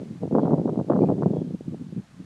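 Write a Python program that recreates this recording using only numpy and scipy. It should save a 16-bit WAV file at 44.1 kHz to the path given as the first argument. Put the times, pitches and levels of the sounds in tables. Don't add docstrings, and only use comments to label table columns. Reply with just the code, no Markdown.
import sys
import numpy as np
from scipy import signal
from scipy.fft import rfft, irfft, next_fast_len
from scipy.io import wavfile
from scipy.ndimage import uniform_filter1d

SR = 44100
rng = np.random.default_rng(int(sys.argv[2]) if len(sys.argv) > 2 else 0)


def dump(signal):
    limited = np.clip(np.atleast_2d(signal).T, -1, 1)
    pcm = np.round(limited * 32767).astype(np.int16)
    wavfile.write(sys.argv[1], SR, pcm)


N = 99225
T = np.arange(N) / SR
FFT_SIZE = next_fast_len(N + SR // 4)
BIN_HZ = np.maximum(np.arange(FFT_SIZE // 2 + 1) * SR / FFT_SIZE, 1)


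def from_db(db):
    return 10 ** (np.asarray(db) / 20)


def unit_rms(x):
    return x / np.sqrt(np.mean(x ** 2) + 1e-20)


def fader(points, glide_s=0.013):
    times, db = np.transpose(points)
    return uniform_filter1d(np.interp(T, times, db), int(glide_s * SR))


def equalise(x, points):
    hz, db = np.transpose(points)
    gain = from_db(np.interp(np.log(BIN_HZ), np.log(hz), db))
    return unit_rms(irfft(rfft(x, FFT_SIZE) * gain, FFT_SIZE)[:N])


def wobble(rate_hz):
    pole = np.exp(-2 * np.pi * rate_hz / SR)
    smooth = signal.lfilter([1], [1, -2 * pole, pole * pole], rng.standard_normal(N + SR))
    return unit_rms(smooth[SR:])


def even_out(x, window_s=0.036):
    size = int(window_s * SR)
    power = uniform_filter1d(uniform_filter1d(x * x, size), size)
    return x / np.sqrt(np.abs(power) + 1e-6)


# (centre time [s], length [s], pitch [Hz], bandwidth [Hz], level [dB])
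CHIRP_CUES = [(.435, .055, 3230, 450, -69), (.42, .06, 4350, 600, -73), (1.023, .022, 2380, 180, -63.5),
              (1.069, .028, 2530, 220, -64), (1.03, .06, 4400, 900, -70), (1.385, .045, 3330, 190, -67),
              (1.46, .04, 3250, 200, -71), (1.955, .03, 2500, 300, -70)]
def far_chirps():
    out = np.zeros(N)
    for centre_s, length_s, hz, width_hz, level_db in CHIRP_CUES:
        band = signal.butter(2, [hz - width_hz / 2, hz + width_hz / 2], "band", fs=SR, output="sos")
        whistle = unit_rms(signal.sosfilt(band, rng.standard_normal(N)))
        swell = np.exp(-2 * ((T - centre_s) / length_s) ** 2)
        out += whistle * from_db(level_db) * swell
    return out


# (frequency [Hz], relative level [dB])
HISS_EQ = [(25, 3), (150, 9.5), (400, -3), (700, 0.5), (1100, -2.5), (1600, -6.5), (2300, -9), (3300, -9),
           (4600, -10.5), (5100, -12.5), (6500, -13), (9000, -17), (11000, -23), (13000, -31), (15500, -42)]
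# (time [s], level [dB])
HISS_RIDE = [(0.03, -64), (0.42, -65), (0.77, -65), (1.04, -64.5), (2.12, -66), (2.22, -65.5)]
# (frequency [Hz], relative level [dB])
RUSTLE_EQ = [(400, -23), (800, -6), (1200, -2.5), (1900, -1), (2700, -10), (5000, -31), (12000, -62.5)]
# (time [s], level [dB])
RUSTLE_RIDE = [(0, -70), (.17, -67.5), (.32, -77.5), (1.0, -74.5), (1.6, -78), (2.0, -69), (2.25, -68)]
def leaves(hiss_boost_db=7):
    hiss = equalise(rng.standard_normal(N), HISS_EQ) * from_db(fader(HISS_RIDE) + hiss_boost_db)
    rustle = equalise(rng.standard_normal(N), RUSTLE_EQ) * from_db(fader(RUSTLE_RIDE))
    return hiss + rustle


# (frequency [Hz], relative level [dB])
RUMBLE_EQ = [(25, -37.5), (50, -28.5), (75, -15), (105, -6.5), (135, -2), (168, 1), (200, -2.5),
             (260, -4.5), (350, -13), (500, -27), (700, -46.5), (1200, -59), (3000, -110)]
# (time [s], level [dB])
FLOW_RIDE = [(0.0, -30.5), (0.04, -43.5), (0.06, -35), (0.095, -39), (0.12, -35), (0.19, -45), (0.23, -32),
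             (0.255, -28.5), (0.29, -43.5), (0.315, -25), (0.375, -20.5), (0.41, -22.5), (0.45, -22),
             (0.475, -25.5), (0.54, -24.5), (0.565, -27.5), (0.595, -24), (0.64, -26.5), (0.66, -28.5),
             (0.735, -27), (0.755, -40), (0.78, -28), (0.82, -34), (0.85, -43.5), (0.885, -30.5),
             (0.91, -19), (0.96, -23), (1.03, -19.5), (1.08, -24), (1.11, -24.5), (1.15, -28.5),
             (1.21, -26.5), (1.24, -25.5), (1.27, -19), (1.29, -28), (1.53, -33), (1.55, -31), (1.59, -52),
             (1.615, -34), (1.635, -52.5), (1.66, -39), (1.69, -31), (1.71, -40), (1.73, -30), (1.78, -42),
             (1.805, -37), (1.83, -37.5), (1.89, -42), (1.945, -40), (1.98, -31), (2.015, -43),
             (2.06, -59.5), (2.14, -50.5), (2.175, -38.5), (2.22, -38), (2.25, -48)]
def wind_rumble(trim_db=-0.5, flutter_db=3, breeze_db=-37, lull_db=-62, pivot_hz=173):
    flow_db = fader(FLOW_RIDE)
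    tilt_db_per_octave = 0.67 * (np.maximum(flow_db, lull_db) - breeze_db)
    spectrum = rfft(equalise(rng.standard_normal(N), RUMBLE_EQ), FFT_SIZE)
    octave = np.clip(np.log2(BIN_HZ / pivot_hz), -1, 2)
    rumble = np.zeros(N)
    for centre in (-0.88, -0.17, 0.67, 1.69):
        band = irfft(spectrum * np.maximum(1 - abs(octave - centre), 0), FFT_SIZE)[:N]
        rumble += band * from_db(tilt_db_per_octave * centre)
    return even_out(rumble) * from_db(flow_db + trim_db + flutter_db * wobble(rate_hz=82))


# (frequency [Hz], relative level [dB])
DULL_EDDY_EQ = [(60, -26.5), (150, -3.5), (300, 2.5), (450, 3), (650, -10), (900, -16), (1300, -47),
                (2000, -63), (5000, -120)]
# (frequency [Hz], relative level [dB])
SHARP_EDDY_EQ = [(60, -30.5), (150, -6.5), (300, 0), (500, 4), (700, -2), (1000, -16.5), (1300, -26.5),
                 (1700, -40), (2400, -50.5), (5000, -110)]
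# (time [s], level [dB])
SPUTTER_RIDE = [(0.0, -48.5), (0.13, -53), (0.2, -60), (0.23, -31), (0.255, -39.5), (0.29, -66),
                (0.335, -35), (0.35, -23.5), (0.37, -24.5), (0.39, -29.5), (0.41, -41), (0.43, -31.5),
                (0.49, -29), (0.54, -29.5), (0.565, -37.5), (0.585, -28.5), (0.63, -43.5), (0.68, -31),
                (0.715, -40.5), (0.81, -34.5), (0.835, -48.5), (0.865, -50.5), (0.885, -35.5),
                (0.91, -27.5), (0.98, -30.5), (1.008, -48.5), (1.035, -22.5), (1.065, -38.5),
                (1.105, -23.5), (1.135, -38.5), (1.21, -42), (1.23, -29.5), (1.248, -50), (1.265, -34),
                (1.3, -43.5), (1.34, -34.5), (1.38, -37.5), (1.44, -46.5), (1.53, -60), (1.58, -59),
                (1.68, -52.5), (1.73, -52), (1.77, -75), (2.25, -70)]
def eddy_sputter(eddies_per_s=520, spread_db=3.0, trim_db=0.5, slow_db=-52, fast_db=-31.5, gate_db=-56):
    level_db = fader(SPUTTER_RIDE)
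    arrivals = rng.random(N) < eddies_per_s / SR
    sizes = from_db(spread_db * np.minimum(rng.exponential(1, N), 4))
    pulses = arrivals * sizes * rng.choice([-1, 1], N)
    speed = np.clip((level_db - slow_db) / (fast_db - slow_db), 0, 1)
    is_sharp = rng.random(N) < 0.59 * speed
    dull = equalise(pulses * ~is_sharp, DULL_EDDY_EQ)
    sharp = equalise(pulses * is_sharp, SHARP_EDDY_EQ) * from_db(-1.5)
    soft_gate = 1 / (1 + from_db(gate_db - level_db) ** 2)
    return even_out(dull + sharp) * from_db(level_db + trim_db) * soft_gate


# (time [s], peak level before trim [dB], pulse corner [Hz], swing [Hz])
THUMP_CUES = [(0.0174, -22.5, 333, 300.0), (0.0318, -23.5, 298, 260.0), (0.11, -26.5, 273.0, 165.0),
              (0.158, -29.5, 202, 220.0), (0.2341, -14, 410, 350.0), (0.2555, -18.5, 373.0, 140.0),
              (0.2769, -21, 416, 140.0), (0.3117, -14, 348, 300.0), (0.3255, -20.5, 540, 160),
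              (0.3515, -7.5, 600, 220), (0.3552, -10.5, 509.0, 140.0), (0.3849, -3.5, 557, 140.0),
              (0.3939, -10.5, 617, 189), (0.4007, -16, 536.0, 140.0), (0.4335, -10, 459.0, 165.0),
              (0.4564, -15, 644, 139), (0.472, -16.0, 600, 140.0), (0.4803, -13, 550, 140.0),
              (0.508, -13.5, 595, 141), (0.5201, -8.5, 435.0, 140.0), (0.5339, -8, 509.0, 140.0),
              (0.5411, -7.5, 460, 190.0), (0.5824, -12, 396, 140.0), (0.597, -13.5, 354.0, 140.0),
              (0.617, -17.5, 400, 200), (0.6571, -8.5, 350, 220.0), (0.679, -21.5, 670, 220),
              (0.6938, -14, 565, 165), (0.733, -13.5, 300, 240), (0.7583, -19.5, 510, 140.0),
              (0.7761, -14, 393.0, 140.0), (0.791, -13.5, 480, 140.0), (0.7998, -19, 620, 160),
              (0.8123, -12.5, 402, 140.0), (0.846, -25, 330, 280), (0.886, -21, 380, 280),
              (0.8996, -8.5, 560, 260.0), (0.9031, -7.5, 570, 220.0), (0.9175, -12, 570, 220.0),
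              (0.922, -11, 690, 160), (0.9343, -15.5, 720, 218), (0.94, -15, 430, 200),
              (0.9601, -17, 650, 140), (0.9651, -14.5, 642, 141), (0.975, -12.5, 435.0, 140.0),
              (0.991, -9.5, 520, 140.0), (1.0194, -9, 393.0, 190.0), (1.0307, -11.5, 435.0, 140.0),
              (1.0377, -5.5, 453, 140.0), (1.0435, -11.5, 467, 140.0), (1.0881, -18.5, 660, 140),
              (1.098, -12.5, 495, 140.0), (1.1026, -9, 506, 165.0), (1.1142, -16, 459.0, 165.0),
              (1.124, -13, 377, 140.0), (1.186, -20, 400, 200), (1.21, -15.5, 314, 200),
              (1.2238, -11, 584, 140), (1.2327, -14.5, 746, 160), (1.26, -6, 420, 150),
              (1.3063, -11, 307, 140.0), (1.3352, -12, 350, 300.0), (1.3689, -10.5, 380, 350.0),
              (1.4173, -15, 303.0, 220.0), (1.5079, -20.5, 299, 140.0), (1.5463, -16.5, 253, 140.0),
              (1.609, -22, 325, 230), (1.6804, -17.5, 215, 140.0), (1.7449, -21.5, 378, 188),
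              (1.815, -26.0, 214, 165.0), (1.925, -24, 261, 165), (1.964, -22.5, 198, 165),
              (1.9737, -22, 198, 170), (2.2034, -23, 190, 165.0)]
def eddy_thumps(trim_db=-2, swing_q=1.38, wake_delay_s=0.00298, wake_max_db=-5):
    out = np.zeros(N + SR)
    pre_roll = SR // 100
    t = np.arange(-pre_roll, 10 * pre_roll) / SR
    wakes = rng.uniform(-0.99, 1, (len(THUMP_CUES), 2))
    for (time_s, peak_db, corner_hz, swing_hz), (lateness, strength) in zip(THUMP_CUES, wakes):
        eddy = np.exp(-.5 * (2 * np.pi * corner_hz * t) ** 2)
        wake = np.exp(-.5 * (2 * np.pi * corner_hz * (t - wake_delay_s * 2 ** lateness)) ** 2)
        w = 2 * np.pi * swing_hz
        port = signal.bilinear([1, 0, 0], [1, w / swing_q, w * w], SR)
        thump = signal.lfilter(*port, eddy + from_db(wake_max_db) * strength * wake)
        start = int(time_s * SR) - pre_roll
        out[start:start + len(t)] += from_db(peak_db + trim_db) * thump / np.abs(thump).max()
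    return out[:N]


def scene(low_cut_hz=101.6, wind_top_hz=4000):
    wind = wind_rumble() + eddy_sputter() + eddy_thumps()
    wind_band = signal.butter(3, [low_cut_hz, wind_top_hz], "band", fs=SR, output="sos")
    return (signal.sosfilt(wind_band, wind) + leaves() + far_chirps())[None]


def record(dry, stopband_hz=16700):
    return signal.sosfilt(signal.cheby2(12, 70, stopband_hz, fs=SR, output="sos"), dry)


dry = scene()
out = record(dry)
dump(out)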